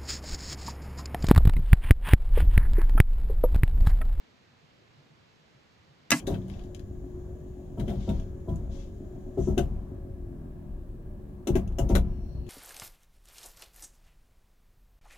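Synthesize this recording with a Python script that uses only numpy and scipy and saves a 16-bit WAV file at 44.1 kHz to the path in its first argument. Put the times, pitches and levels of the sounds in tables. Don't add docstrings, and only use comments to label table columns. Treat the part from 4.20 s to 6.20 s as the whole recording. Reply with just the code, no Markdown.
import sys
import numpy as np
from scipy import signal
from scipy.fft import rfft, irfft
from scipy.io import wavfile
from scipy.ndimage import uniform_filter1d

SR = 44100
rng = np.random.default_rng(int(sys.argv[2]) if len(sys.argv) > 2 else 0)


def dump(signal):
    limited = np.clip(np.atleast_2d(signal).T, -1, 1)
    pcm = np.round(limited * 32767).astype(np.int16)
    wavfile.write(sys.argv[1], SR, pcm)


def volts(x):
    e = np.asarray(x, float) / 20
    return 10 ** e


N = 88200
PAD = N + SR // 10

# (frequency [Hz], density [dB per Hz])
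HISS_SPECTRUM = [(6500, -23.5), (7700, 1.5), (8800, -4.5), (10700, -9.5), (14400, -6), (15000, -18),
                 (15300, -41)]
HISS_DB = -93.5

# (frequency [Hz], density [dB per Hz])
GARDEN_SPECTRUM = [(25, -27), (125, -5), (335, -11.5), (1200, -18), (2200, -19.5), (4200, -24.5),
                   (7500, -35), (7800, -62)]
# (frequency [Hz], left minus right [dB])
GARDEN_PAN = [(60, -7), (110, -6), (200, 2.5), (380, -0.5), (700, -0.5), (1290, -0.5), (2380, -2.0),
              (4400, -5), (8120, -7), (15000, 2.5)]
# (frequency [Hz], side level [dB])
GARDEN_WIDTH = [(5200, -0.5), (6000, -5.5), (7500, -7.5), (7700, -37)]
GARDEN_DB, GARDEN_LEAD_MS = -65.5, 0.462
GARDEN_SHARED, BASS_SHARED, BASS_HZ = 0.19, 0.68, 300

# (time [s], level [dB], pitch [Hz])
THUDS = [(0.096, -58, 105.5), (0.296, -57.5, 136), (0.424, -53, 146), (0.611, -56.5, 121),
         (0.77, -50, 139.5), (0.893, -50, 141), (0.978, -59, 95), (1.187, -54, 157), (1.337, -53, 132.4),
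         (1.579, -54, 88), (1.689, -52, 136), (1.793, -55.5, 135)]
THUD_DB, THUD_S = -3.5, 0.047

# (time [s], level [dB])
BOLT_LEVEL = [
    (1.925, -70),
    (1.940, -38.5),
    (1.957, -39),
    (1.985, -42.5),
    (2.0, -45.5),
]
# (frequency [Hz], density [dB per Hz])
BOLT_SPECTRUM = [(300, -12), (2680, -2.5), (3500, -11), (5200, -3.5), (8900, -4), (11000, -15),
                 (14900, -13), (15200, -70)]
BOLT_SHARED, BOLT_FLUTTER_DB, BOLT_FLUTTER_PER_S = 0.416, 0.5, 300

# (time [s], level [dB], contact [ms], direction and strength [-1 to 1])
PUSHES = [
    (1.9120, -37, 1.46, 0.79),
    (1.9161, -29.5, 0.96, -0.91),
    (1.9192, -27, 1.33, -0.84),
    (1.9258, -20.5, 1.07, 0.88),
    (1.9330, -27.5, 0.56, 0.76),
    (1.9396, -29, 0.65, 0.98),
    (1.942, -26.5, 0.74, 0.97),
    (1.9540, -32, 1.52, 1),
]
# (frequency [Hz], level [dB], t60 [s])
TABLE_MODES = [(149.6, -14.5, 0.33), (172.77, -7.5, 0.46), (208.3, -10, 0.13), (241.3, 3.5, 0.099),
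               (290.1, 4.5, 0.178), (347.6, -25, 0.171), (520, -26, 0.033), (659.6, -4, 0.13),
               (710.8, -6, 0.2), (840, -2.5, 0.17), (947, -6, 0.17), (1019, 1.5, 0.12), (1098, -7, 0.16)]
TABLE_CUT_HZ = 126
TABLE_SIDE_DB, TABLE_PAN_DB = -20.5, 0.3

# (time [s], level [dB], burst length [ms])
LATCH_TICKS = [
    (1.9022, -58, 3.5),
    (1.9039, -26.5, 0.79),
    (1.9058, -15, 1.02),
    (1.9065, -11, 1.66),
    (1.9078, -26.5, 4),
    (1.9100, -34, 4.7),
]
# (frequency [Hz], level [dB], t60 [s])
LATCH_MODES = [(2080, 4, 0.0113), (3100, -3, 0.014), (3730, -8, 0.014), (5170, -13, .02),
               (5920, -5.5, 0.034), (7050, -1.5, 0.018), (9650, -15, 0.0057), (12000, -10.5, .008)]
# (frequency [Hz], density [dB per Hz])
LATCH_SPECTRUM = [(300, -23), (800, -14), (2300, -2.5), (5000, -4), (7500, 3.5), (10500, -7.5), (15200, -5),
                  (16500, -16)]
LATCH_RING_DB, LATCH_SHARED, LATCH_PAN_DB = -3.5, 0.23, 6
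LATCH_PUFF_S, LATCH_PUFF_DB, LATCH_PUFF_MS = 1.9056, -25.5, 2.34

# (time [s], level [dB], burst length [ms])
SLAPS = [(1.9152, -20.5, 1.9), (1.9166, -20, 1.3), (1.9180, -20.5, 1.6), (1.9193, -20, 2.3),
         (1.9204, -15, 2.25), (1.9214, -17.5, 2.3), (1.9229, -11.5, 1.22), (1.9258, -14.5, 2.2),
         (1.9278, -21, 2), (1.9302, -19, 2.1), (1.9332, -23, 6.8), (1.9385, -26, 3.9), (1.9435, -40, 2.5),
         (1.9500, -34, 4.9)]
# (frequency [Hz], level [dB], t60 [s])
LIMB_MODES = [(1184, -18, .07), (1358, -11, 0.057), (1687.4, 3.5, 0.038), (1790, -0.5, 0.026),
              (2038, -7.5, 0.09), (2070, 2.5, .06), (2280, -12, 0.044), (2709, -2, 0.017),
              (2918, -3.5, 0.0207), (3100, -8, 0.04), (3162, -8, .05)]
# (frequency [Hz], density [dB per Hz])
SLAP_SPECTRUM = [(300, -81), (600, -11.5), (1000, -8), (1660, -6.5), (2700, 6), (3600, -7.5), (6000, -18),
                 (12000, -26)]
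LIMB_RING_DB, SLAP_SHARED, SLAP_PAN_DB = 0.3, 0.96, -1.5

# (time [s], level [dB], burst length [ms])
CRACKS = [
    (1.9160, -21, 2.7),
    (1.9179, -10.5, 1.1),
    (1.9192, -14.5, 1.6),
    (1.9212, -18.5, 3.2),
    (1.9235, -23.5, 4),
    (1.9265, -23, 4.6),
    (1.9295, -28, 4),
    (1.9340, -25.5, 3),
    (1.9375, -30, 4.5),
]
# (frequency [Hz], level [dB], t60 [s])
CABLE_MODES = [(4065, 0, 0.067), (4520, -11, 0.05), (5200, -7, 0.037), (5260, 2, 0.025), (6000, -4, 0.033),
               (6360, 0, 0.037), (7730, -15, .04), (8700, -3, .03)]
# (frequency [Hz], density [dB per Hz])
CRACK_SPECTRUM = [(2500, -37), (3600, -6), (5300, 0), (7500, -1.5), (10000, -8.5), (15000, -19),
                  (15500, -60)]
CABLE_RING_DB, CRACK_SHARED, CRACK_PAN_DB = -7, 0.41, -1.5

BOW_LEAD_MS = 0.064
BODY_TOP_HZ, MICROPHONE_TOP_HZ = 15300, 16600


def curve(table, hz):
    table = np.array(table, float)
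    return np.interp(np.log(np.maximum(hz, 1)), np.log(table[:, 0]), table[:, 1])


def colour(x, spectrum):
    gain = volts(curve(spectrum, np.arange(PAD // 2 + 1) * SR / PAD))
    gain = gain / np.sqrt(np.mean(gain ** 2))
    return irfft(rfft(x, PAD) * gain, PAD)[..., :N]


def highpass(x, order, hz):
    return signal.sosfilt(signal.butter(order, hz, "high", fs=SR, output="sos"), x)


def ring(x, modes):
    t = np.arange(SR // 4) / SR
    response = 0
    for hz, db, t60 in modes:
        decay = np.exp(-np.log(1000) * t / t60)
        response = response + volts(db) * decay * np.sin(2 * np.pi * hz * t)
    response = response / np.sqrt(np.sum(response ** 2))
    return signal.fftconvolve(x, response[None])[:, :N]


def late(x, ms):
    hz = np.arange(PAD // 2 + 1) * SR / PAD
    return irfft(rfft(x, PAD) * np.exp(-2j * np.pi * hz * ms / 1000), PAD)[:N]


def ports(shared, lead_ms, envelope=1):
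    both, left, right = rng.standard_normal((3, N)) * envelope
    shared = np.clip(shared, 0, 1)

    def mix(common, own):
        return irfft(np.sqrt(shared) * rfft(common) + np.sqrt(1 - shared) * rfft(own), N)

    return np.array([mix(both, left), late(mix(both, right), lead_ms)])


def pan(db):
    return volts(np.array([[db], [-db]]) / 2)


def walk(rate):
    hold = int(SR / rate)
    steps = np.repeat(rng.standard_normal(N // hold + 1), hold)
    return 1.07 * uniform_filter1d(uniform_filter1d(steps, hold), hold)[:N]


def knocks(contacts, shared, spectrum, modes, ring_db):
    t = np.arange(N) / SR
    envelope = 0
    for start, db, ms in contacts:
        since = t - start
        onset = np.clip(since * 8000, 0, 1)
        decay = volts(-20 * np.clip(since, 0, 0.1) * 1000 / ms)
        envelope = envelope + volts(db) * onset * decay * (t < start + 0.1)
    burst = ports(shared, BOW_LEAD_MS, envelope)
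    return colour(burst, spectrum) + volts(ring_db) * ring(burst, modes)


def microphone_hiss():
    return volts(HISS_DB) * colour(rng.standard_normal(N), HISS_SPECTRUM) * 1.634


def narrow(x):
    width = volts(curve(GARDEN_WIDTH, np.arange(N // 2 + 1) * SR / N))
    side = irfft(rfft(x[0] - x[1]) * width, N) / 2
    return x.mean(axis=0) + np.array([side, -side])


def garden():
    hz = np.arange(N // 2 + 1) * SR / N
    shared = GARDEN_SHARED + (BASS_SHARED - GARDEN_SHARED) / (1 + (hz / BASS_HZ) ** 2)
    air = rfft(colour(ports(shared, GARDEN_LEAD_MS), GARDEN_SPECTRUM))
    air = air * volts(curve(GARDEN_PAN, hz) * np.array([[0.5], [-0.5]]))
    octave = np.log2(np.maximum(hz, 1) / 31.25).clip(0, 9)
    out, swell = 0, walk(0.5)
    for k in range(10):
        band = np.cos(np.pi / 2 * np.clip(octave - k, -1, 1)) ** 2
        flicker_db = 1.6 if k < 4 else 0.6
        out = out + irfft(air * band, N) * volts(0.15 * swell + flicker_db * walk(12.9))
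    upper = highpass(out.mean(axis=0), 4, 300)
    return narrow(out * volts(GARDEN_DB) / upper.std())


def thuds():
    t = np.arange(N) / SR
    x = 0
    for start, db, hz in THUDS:
        swell = np.sin(np.pi * np.clip((t - start) / THUD_S, 0, 1))
        x = x + volts(db + THUD_DB) * swell * np.sin(2 * np.pi * hz * (t - start))
    return np.array([x, late(x, 0.44)])


def bolt():
    level = np.interp(np.arange(N) / SR, *np.array(BOLT_LEVEL).T, left=-150)
    envelope = volts(level + BOLT_FLUTTER_DB * walk(BOLT_FLUTTER_PER_S))
    return colour(ports(BOLT_SHARED, 0, envelope), BOLT_SPECTRUM)


def table_top():
    t = np.arange(N) / SR
    force = 0
    for start, db, ms, way in PUSHES:
        force = force + way * volts(db) * np.sin(np.pi * np.clip((t - start) * 1000 / ms, 0, 1))
    boom = highpass(ring(force[None], TABLE_MODES)[0], 4, TABLE_CUT_HZ)
    side = volts(TABLE_SIDE_DB) * late(boom, 0.955) * (t > PUSHES[0][0])
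    return np.array([boom + side, late(boom, BOW_LEAD_MS) - side]) * pan(TABLE_PAN_DB)


def latch():
    ticks = knocks(LATCH_TICKS, LATCH_SHARED, LATCH_SPECTRUM, LATCH_MODES, LATCH_RING_DB)
    step = np.clip((np.arange(N) / SR - LATCH_PUFF_S) * 1000 / LATCH_PUFF_MS, 0, 1)
    puff = highpass(np.sin(np.pi * step) ** 2, 3, 110)
    return ticks * pan(LATCH_PAN_DB) + volts(LATCH_PUFF_DB) * puff


def string():
    slap = knocks(SLAPS, SLAP_SHARED, SLAP_SPECTRUM, LIMB_MODES, LIMB_RING_DB) * pan(SLAP_PAN_DB)
    crack = knocks(CRACKS, CRACK_SHARED, CRACK_SPECTRUM, CABLE_MODES, CABLE_RING_DB) * pan(CRACK_PAN_DB)
    top_cut = signal.ellip(6, 0.3, 50, BODY_TOP_HZ, fs=SR, output="sos")
    return signal.sosfilt(top_cut, slap + crack)


def scene():
    background = microphone_hiss() + garden() + thuds()
    shot = bolt() + table_top() + latch() + string()
    return background + shot


def low_pass(x):
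    return signal.sosfilt(signal.butter(12, 16660, fs=SR, output="sos"), x)


def record(dry):
    top_cut = signal.ellip(8, 0.2, 70, MICROPHONE_TOP_HZ, fs=SR, output="sos")
    mix = signal.sosfilt(top_cut, dry)
    return low_pass(mix)


dry = scene()
out = record(dry)
dump(out)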